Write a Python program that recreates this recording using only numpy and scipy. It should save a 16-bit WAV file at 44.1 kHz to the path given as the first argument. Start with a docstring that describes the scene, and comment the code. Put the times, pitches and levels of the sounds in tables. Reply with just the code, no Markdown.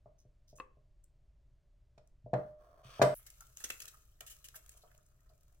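"""A small kitchen, a spaced microphone pair close to a potato ricer standing in a pot on a stone worktop.
A spoon fills the ricer with faint wet smacks and clinks once. The steel parts rattle, the plunger rubs
down the cup, and the ricer knocks twice on the pot. At 3.144 s an abrupt cut ends the knocks' ringing
and the sound of pressing above the pot begins: wet potato fizzes through the holes, trapped air spits
out, and soft strands patter down over the low rumble of the room."""
import sys
import numpy as np
from scipy import signal
from scipy.fft import rfft, irfft
from scipy.io import wavfile

SR = 44100
rng = np.random.default_rng(int(sys.argv[2]) if len(sys.argv) > 2 else 0)


def unload_audio(sound):
    """Save the sound as a 16-bit wav file, at the path given as the first command line argument."""
    columns = np.transpose(np.atleast_2d(sound))
    # keep every value between -1 and 1, then stretch to whole-number steps
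    steps = np.round(np.clip(columns, -1, 1) * 32767)
    wavfile.write(sys.argv[1], SR, steps.astype(np.int16))


N = 246959
T = np.arange(N) / SR
RING = T[:SR * 3 // 4]  # time axis of one short sound
BREAK_S = 3.144  # a cut ends the knocks' ringing and reverb; the pressing sound begins

# the quiet kitchen: f/Hz, level/dB
ROOM_SPECTRUM = [(15, -2.5), (30, 2.5), (50, 2.5), (90, -9.5), (130, -8), (200, -28), (400, -28),
                 (500, -37), (590, -23), (750, -38), (2000, -43), (7000, -49.5), (16000, -65)]
# the pot with the ricer in it, and the worktop under it: f/Hz, level/dB, t60/s
POT_MODES = [(226, -22, 0.53), (296, -21, 0.39), (319, -12, 0.14), (426, -12.5, 0.27), (457, -14.5, 0.36),
             (504, -8, .2), (545, -12, 0.095), (607, -4.5, 0.67), (648, 3.5, .1), (670, -7.5, 0.12),
             (710, -14.5, .18), (750, -7.5, 0.054), (822, -14, 0.11), (979, -14, 0.12), (1110, -9.5, 0.054),
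             (1162, -10, 0.072), (1405, -12.5, 0.08), (1823, -20.5, 0.067), (2050, -20.5, 0.18)]
WORKTOP_MODES = [(131, -9.5, 0.17), (180.3, -17.5, 0.097)]
# the dense, short part of a blow: f/Hz, level/dB
THUD_SPECTRUM = [(50, -12), (130, -0.5), (300, -17.5), (600, 7), (900, -8.5), (1500, -6), (3000, -13.5),
                 (8000, -41), (16000, -31)]
# soft nudges of the pot as the ricer is handled: t/s, level/dB, low-pass f/Hz
POT_NUDGES = [(0.058, -52, 1160), (0.25, -55.5, 425), (0.528, -51.5, 625), (0.769, -60, 565),
              (1.977, -55, 1400), (2.24, -37.5, 143), (2.261, -42, 640), (2.848, -43, 170)]
# wet smacks of potato on spoon and strands: t/s, level/dB, length/s, f/Hz
WET_SMACKS = [(0.18, -76.5, 0.034, 6040), (0.475, -70.5, 0.034, 5130), (0.553, -64.5, 0.028, 7240),
              (1.037, -72, 0.0065, 7800), (2.073, -73.5, 0.0027, 7350), (3.135, -72, 0.086, 2170),
              (3.143, -55.5, 0.037, 11600), (3.403, -61, 0.023, 1280), (3.931, -66.5, 0.02, 1260),
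              (4.539, -56, 0.016, 1370), (4.769, -61.5, 0.0044, 7800), (4.815, -69.5, .012, 4080),
              (4.915, -61.5, 0.0029, 1640), (4.947, -62.5, 0.003, 2800), (4.977, -60.5, 0.0022, 7100),
              (5.062, -67, 0.0038, 7640), (5.292, -69.5, 0.0044, 4550)]
# the spoon against the rim: t/s, level/dB
SPOON_CLINKS = [(0.585, -65), (0.6, -44.5), (0.6067, -55.5)]
# the spoon and the rim it strikes: f/Hz, level/dB, t60/s
SPOON_MODES = [(402.5, -17.5, 0.59), (515, 1.5, 0.11), (1014, -26, 0.32), (1096, 9.5, 0.041),
               (1112, -18.5, 0.23), (1160, -9, 0.16), (1407, -23, 0.16), (2034, -14.5, 0.097),
               (2606, -2, 0.043), (2624, -7, 0.076)]
# the clack of spoon on plastic rim: f/Hz, level/dB
CLACK_SPECTRUM = [(200, -1.5), (450, 10), (750, -4), (1000, -2), (1170, 4), (1400, 3), (2200, -4),
                  (2600, 2), (3000, -21), (4200, -15), (8000, -39), (16000, -37)]
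# cup and plunger chattering: t/s, level/dB, length/s, low-pass f/Hz, relative cup ring/dB
STEEL_RATTLES = [(1.978, -61, 0.0075, 4250, -33), (2.334, -41, 0.0087, 2440, -21.5),
                 (3.017, -24, 0.011, 3856, -23), (3.021, -37, 0.0084, 12750, -19)]
# the steel cup: f/Hz, level/dB, t60/s
CUP_MODES = [(2147, -5, 0.26), (2640, 0.5, 0.088), (3570, -6.5, .18), (4503, -4, 0.18), (5520, -7, 0.16),
             (7393, -4.5, 0.12), (8060, -2, 0.33), (8320, -1, 0.3), (7680, -17, .16), (11200, -12, .12)]
# hard knocks on the pot: t/s, level/dB, low-pass f/Hz, relative worktop thump/dB, first bounce after/s
RICER_KNOCKS = [(2.332, -25, 850, 3, .0242), (2.338, -26, 1700, 2, .0225), (2.995, -28, 1200, 3, .028),
                (3.016, -12.5, 1900, -5, .022)]
# the plunger rubbing the cup wall, then crushing the potato: t/s, hold/s, level/dB
PLUNGER_RUBS = [(2.36, 0.12, -69), (2.58, 0.42, -68.5)]
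PLUNGER_CRUSHES = [(2.83, 0.28, -62), (2.9, 0.024, -67.5)]
# the tone of that rubbing and crushing: f/Hz, level/dB
RUB_SPECTRUM = [(100, -26.5), (300, -10.5), (520, -3.5), (660, 5.5), (850, -16.5), (1170, 0.5),
                (1600, -14.5), (2500, -27.5), (6000, -30.5)]
CRUSH_SPECTRUM = [(500, -24.5), (900, -12.5), (1190, 11.5), (1900, -6), (2550, 1.5), (3400, -3), (4500, -8),
                  (7500, -12), (10000, -15), (16000, -19.5)]
# squeezes of the handles that drive potato through the holes: t/s, hold/s, level/dB
HANDLE_SQUEEZES = [(3.1, 0.054, -70.5), (3.25, 0.31, -76), (3.56, 0.29, -63.5), (4.21, 0.58, -76)]
# wet potato in the holes, and strands landing in the pot: f/Hz, level/dB
FIZZ_SPECTRUM = [(500, -45), (900, -14.5), (1300, -4), (1700, -16), (2500, -4), (3400, -8.5), (4200, -7.5),
                 (6000, -6), (7500, -1), (9500, -10.5), (11500, -6), (15000, -11)]
PATTER_SPECTRUM = [(80, -29), (140, 13.5), (250, -35), (430, 4.5), (560, -3), (660, 14.5), (800, -14.5),
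                   (1000, -3), (1300, 11.5), (1900, -8.5), (4000, -28), (9000, -40)]
# larger air pockets escaping: t/s, level/dB, length/s, whistle f/Hz
AIR_SPITS = [(3.229, -61, 0.0016, 11200), (3.264, -55, 0.0099, 2030), (3.301, -56, 0.0038, 8400),
             (3.406, -54, 0.0033, 6500), (3.571, -45, 0.002, 6760), (3.601, -56.5, .007, 4220),
             (3.639, -39.5, .0091, 5940), (3.701, -35.5, 0.005, 2700), (3.802, -44.5, 0.0032, 2800),
             (3.818, -48.5, 0.0076, 5200), (3.854, -49, 0.0035, 2670), (3.879, -51.5, 0.0079, 4130),
             (4.206, -45, 0.0045, 2900), (4.264, -54.5, 0.02, 2880), (4.298, -56, 0.028, 2960),
             (4.442, -54.5, 0.018, 2890), (4.485, -50.5, 0.0031, 2880), (4.555, -52, 0.013, 12000),
             (4.661, -59.5, 0.0026, 3216), (4.692, -51.5, 0.0032, 7650)]
# the spitting air: f/Hz, level/dB
SPIT_SPECTRUM = [(100, -27), (400, -5.5), (750, -23), (1400, -5), (2000, 1), (2700, 3.5), (3300, 1),
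                 (4200, 0.5), (6000, 3), (7600, 9.5), (9500, -0.5), (11500, 6), (16000, -2.5)]
# thumps of escaping air (first two rows), then strands landing: t/s, level/dB, low-pass f/Hz
LOW_PLOPS = [(4.211, -50.5, 1500), (4.555, -55.5, 1200), (4.746, -57, 900), (4.835, -48.5, 990),
             (4.866, -84, 702), (4.945, -59, 830), (5.297, -53.5, 750), (5.52, -63.5, 740)]


def amp(db):
    """Decibels to gain."""
    return 10 ** (np.asarray(db) / 20)


def unit(x):
    """Scale to rms 1."""
    return x / np.sqrt(np.mean(x ** 2))


def colour(x, points, tilt_db=0):
    """Give x a spectrum of (f/Hz, level/dB) points, tilted per octave; rms 1."""
    hz, db = np.transpose(points)
    octave = np.log2(np.fft.rfftfreq(len(x), 1 / SR) + 1)
    gain = amp(np.interp(octave, np.log2(hz), db) + tilt_db * octave)
    return unit(irfft(rfft(x) * gain, len(x)))


def soften(x, hz, order=2):
    """Low-pass: a softer contact lasts longer."""
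    return signal.sosfilt(signal.butter(order, hz, fs=SR, output="sos"), x)


def thin(x, hz):
    """High-pass: small bodies radiate no deep bass."""
    return signal.sosfilt(signal.butter(2, hz, "high", fs=SR, output="sos"), x)


def ring(modes):
    """Impulse response of damped modes."""
    return sum(amp(db - 60 * RING / t60) * np.sin(2 * np.pi * hz * RING) for hz, db, t60 in modes)


def grains(size, per_s, spread_db):
    """Random clicks, many small and a few large."""
    occurs = rng.random(size) < per_s / SR
    height = np.minimum(rng.exponential(size=size), np.pi)
    return occurs * rng.choice([-1, 1], size) * amp(spread_db * height)


def burst(length):
    """Envelope that opens at once, holds for its length and collapses."""
    return (1 - np.exp(-RING / .0005)) / np.sqrt(1 + (RING / length) ** 6) * np.exp(-RING / .2)


def efforts(rows, attack_s, release_db_per_s):
    """Gain over time of pushes by hand: each builds up, holds and dies away."""
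    return sum(np.clip((T - s) / attack_s, 0, 1) * amp(db - release_db_per_s * np.maximum(T - s - hold, 0))
               for s, hold, db in rows)


def pan(left_db):
    """Gains that make the left microphone louder than the right by left_db."""
    return amp(np.array([[left_db], [-left_db]]) / 2)


def add(track, s, sound):
    """Mix a sound in at time s."""
    start = int(s * SR)
    part = sound[..., :N - start]
    track[..., start:start + part.shape[-1]] += part


def room_tone(level_db=-65, side_db=-20):
    """Low steady rumble with a faint hiss, nearly alike at both microphones."""
    mid = colour(rng.standard_normal(N), ROOM_SPECTRUM)
    side = amp(side_db) * colour(rng.standard_normal(N), ROOM_SPECTRUM)
    return amp(level_db) * np.array([mid + side, mid - side])


def blow(db, cutoff_hz, thump_db, thud_db=-10, thud_t60=0.13):
    """One contact thuds, rings the pot and thumps the worktop."""
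    pot = thin(ring(POT_MODES), 410) / 2
    thud = colour(rng.standard_normal(len(RING)), THUD_SPECTRUM) * amp(thud_db - 60 * RING / thud_t60)
    thump = amp(thump_db) * ring(WORKTOP_MODES)
    return amp(db) * thin(soften(pot + thud + thump, cutoff_hz, order=4), 71)


def nudges(rise_s=0.0015, damping_s=0.082):
    """Handling nudges the pot softly, and the gloved hand stills it."""
    out = np.zeros(N)
    held = (1 - np.exp(-RING / rise_s)) * np.exp(-RING / damping_s)
    for s, db, hz in POT_NUDGES:
        add(out, s, blow(db, hz, thump_db=3.5) * held)
    return out


def smacks(shoulder_db=-11, skirt_db=-22, swell=0.23):
    """Wet films part with a short crackle around one pitch; a long one swells in slowly."""
    out = np.zeros(N)
    for s, db, length, hz in WET_SMACKS:
        band = [(hz / 8, 2 * skirt_db), (hz / 2, skirt_db), (hz / 1.27, shoulder_db),
                (hz, 0), (hz * 1.26, shoulder_db), (hz * 2, skirt_db)]
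        crackle = colour(grains(len(RING), per_s=5000, spread_db=6.2), band)
        envelope = burst(length) * (1 - np.exp(-RING / (swell * length)))
        add(out, s, amp(db) * envelope * crackle)
    return out


def spoon(clack_db=-5, ring_db=-4):
    """The loaded spoon clacks on the rim and rings briefly."""
    out, modes = np.zeros(N), ring(SPOON_MODES)
    for s, db in SPOON_CLINKS:
        clack = colour(rng.standard_normal(len(RING)), CLACK_SPECTRUM) * burst(0.0043)
        add(out, s, amp(db) * (amp(ring_db) * modes + amp(clack_db) * clack))
    return thin(out, 140)


def rattles():
    """Loose parts chatter for a few milliseconds and leave the steel cup ringing."""
    out, cup = np.zeros(N), ring(CUP_MODES)
    for s, db, length, hz, ring_db in STEEL_RATTLES:
        chatter = unit(grains(len(RING), per_s=7200, spread_db=1.5)) * burst(length)
        add(out, s, amp(db) * soften(chatter + amp(ring_db) * cup, hz))
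    return thin(out, 620)


def knocks(bounces=4, shortening=0.95, loss_db=9, dulling=0.62):
    """The ricer strikes the pot and rocks on it, each bounce sooner, weaker and duller."""
    out = np.zeros(N)
    for s, db, hz, thump_db, gap in RICER_KNOCKS:
        for k in range(bounces + 1):
            add(out, s, blow(db - k * loss_db, hz * dulling ** np.sqrt(k), thump_db))
            s += gap * shortening ** k
    return out


def plunger(attack_s=0.023, release_db_per_s=151):
    """The plunger rubs down the cup in fine slips and starts to crush the potato."""
    slips = colour(grains(N, per_s=900, spread_db=3), RUB_SPECTRUM)
    squish = colour(grains(N, per_s=3000, spread_db=3.9), CRUSH_SPECTRUM)
    return (slips * efforts(PLUNGER_RUBS, attack_s, release_db_per_s)
            + squish * efforts(PLUNGER_CRUSHES, attack_s, release_db_per_s))


def flow(seep_db=-86):
    """How fast potato passes the holes, as a gain; it seeps on between squeezes."""
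    return efforts(HANDLE_SQUEEZES, attack_s=0.02, release_db_per_s=83) + amp(seep_db)


def holes(size, spectrum, per_s, spread_db, tilt_db=0, width=0.71):
    """Crackle from many holes: the middle ones reach both microphones, those at each edge only one."""
    middle, left, right = (colour(grains(size, per_s, spread_db), spectrum, tilt_db) for _ in range(3))
    return unit(middle + width * np.array([left, right]))


def fizz(fit_s=0.0041, steady=2.1):
    """Tiny bubbles fizz with the flow, in short fits as single holes clog and open again."""
    openings = np.abs(grains(N, per_s=55, spread_db=7.2))
    fits = steady + unit(signal.fftconvolve(openings, burst(fit_s))[:N])
    crackle = holes(N, FIZZ_SPECTRUM, per_s=3500, spread_db=4.3)
    return unit(crackle * fits) * flow() * (T > BREAK_S) * pan(left_db=2)


def strands(level_db=-76, tap_s=0.0038, fall_s=0.04, growth=0.54):
    """Soft strands fall and patter on the bottom of the pot; the patter grows more slowly than the flow."""
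    impacts = grains(N, per_s=60, spread_db=5)
    tap = rng.standard_normal(len(RING)) * np.exp(-RING / tap_s)
    patter = colour(signal.fftconvolve(impacts, tap)[:N], PATTER_SPECTRUM)
    landing = np.interp(T - fall_s, T, flow())
    return amp(level_db) * patter * (landing / landing.max()) ** growth * (T > BREAK_S)


def bubbles(count=70, low_hz=1523, high_hz=7040, decay_cycles=6.3):
    """Bubbles burst at random in the wet strands, each a short ping, louder when the flow is fast."""
    out, speed = np.zeros(N), flow()
    for when, pitch, strength in rng.random((count, 3)):
        s = BREAK_S + when * (T[-1] - BREAK_S)
        hz = low_hz * (high_hz / low_hz) ** pitch
        ping = np.sin(2 * np.pi * hz * RING) * np.exp(-np.minimum(RING * hz / decay_cycles, 20))
        add(out, s, speed[int(s * SR)] * amp(3 + 8 * strength) * ping)
    return out


def spits(whistle_db=3, whistle_q=7, darkening=0.22):
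    """Air pockets sputter out, each with its own narrow whistle; a big one sounds darker."""
    out = np.zeros((2, N))
    for s, db, length, hz in AIR_SPITS:
        tilt_db = -1.83 - darkening * (db + 50)  # per octave, steeper for a louder spit
        sputter = holes(len(RING), SPIT_SPECTRUM, per_s=16000, spread_db=2.56, tilt_db=tilt_db)
        whistle = signal.lfilter(*signal.iirpeak(hz, whistle_q, fs=SR), sputter)
        add(out, s, amp(db) * unit(sputter + amp(whistle_db) * whistle) * burst(length))
    return out * pan(left_db=1)


def plops(decay_s=0.015, rise_s=0.0023, thump_db=-6, pot_db=-11):
    """Soft low plops that ring the pot: thumps of escaping air, and strands landing."""
    out, pot = np.zeros(N), thin(ring(POT_MODES), 800)
    for s, db, hz in LOW_PLOPS:
        thump = colour(rng.standard_normal(len(RING)), PATTER_SPECTRUM) * np.exp(-RING / decay_s)
        plop = (amp(thump_db) * thump + amp(pot_db) * pot) * (1 - np.exp(-RING / rise_s))
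        add(out, s, amp(db) * soften(plop, hz, order=4))
    return out


def over_pot(x, echo_db=-11.5, delay_s=0.001278, growth_s_per_s=0.000364):
    """The bottom of the pot throws back a hollow echo, later as the ricer is lifted."""
    delay = delay_s + growth_s_per_s * (T - BREAK_S)
    return x + amp(echo_db) * np.array([np.interp(T - delay, T, channel) for channel in x])


def kitchen(x, room_db, pot_db=-7, lag_s=.00007, common=1, t60=0.35, treble_t60=0.2, scatter_s=0.00083):
    """Two spaced microphones hear the source, its scatter off the pot wall, and the room."""
    mid, side = rng.standard_normal((2, len(RING)))
    side = thin(side, 380)  # the bass is alike at both microphones
    noise = np.array([common * mid + side, common * mid - side])
    low = soften(noise, 2100)
    tail = (low * 1e-3 ** (RING / t60) + (noise - low) * 1e-3 ** (RING / treble_t60)) * (RING > .005)
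    scatter = thin(noise, 750) * np.exp(-RING / scatter_s)
    echo = sum(amp(db) * h / np.sqrt(np.sum(h ** 2) / 2) for h, db in [(tail, room_db), (scatter, pot_db)])
    x = np.broadcast_to(x, (2, N))
    direct = np.array([x[0], np.roll(x[1], int(lag_s * SR))])  # the right one is a little further away
    return direct + signal.fftconvolve(x, echo, axes=1)[:, :N]


def scene():
    """Filling and closing, a cut that chops off their ringing and reverb, then the pressing."""
    pot = kitchen(knocks() + nudges() + plunger(), room_db=-6, pot_db=0.5, lag_s=.00005)
    steel = kitchen(rattles(), room_db=-5.5, pot_db=1, lag_s=.00003, treble_t60=0.32)
    clink = kitchen(spoon(), room_db=-8.5, pot_db=1.5, lag_s=.00003)
    before_cut = (pot + steel + clink) * np.clip((BREAK_S - T) / .001, 0, 1)
    wet_sounds = thin(fizz() + spits(), 256) + smacks() + bubbles()
    potato = kitchen(over_pot(wet_sounds), room_db=-6, pot_db=1, lag_s=.00008, scatter_s=0.0008)
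    in_pot = kitchen(strands() + plops(), room_db=-2.5, common=0.84)
    return before_cut + potato + in_pot + room_tone()


def record(dry):
    """The microphone signal is cut steeply above 16 kHz."""
    return signal.sosfilt(signal.ellip(10, .2, 70, 16000, fs=SR, output="sos"), dry)


dry = scene()
out = record(dry)
unload_audio(out)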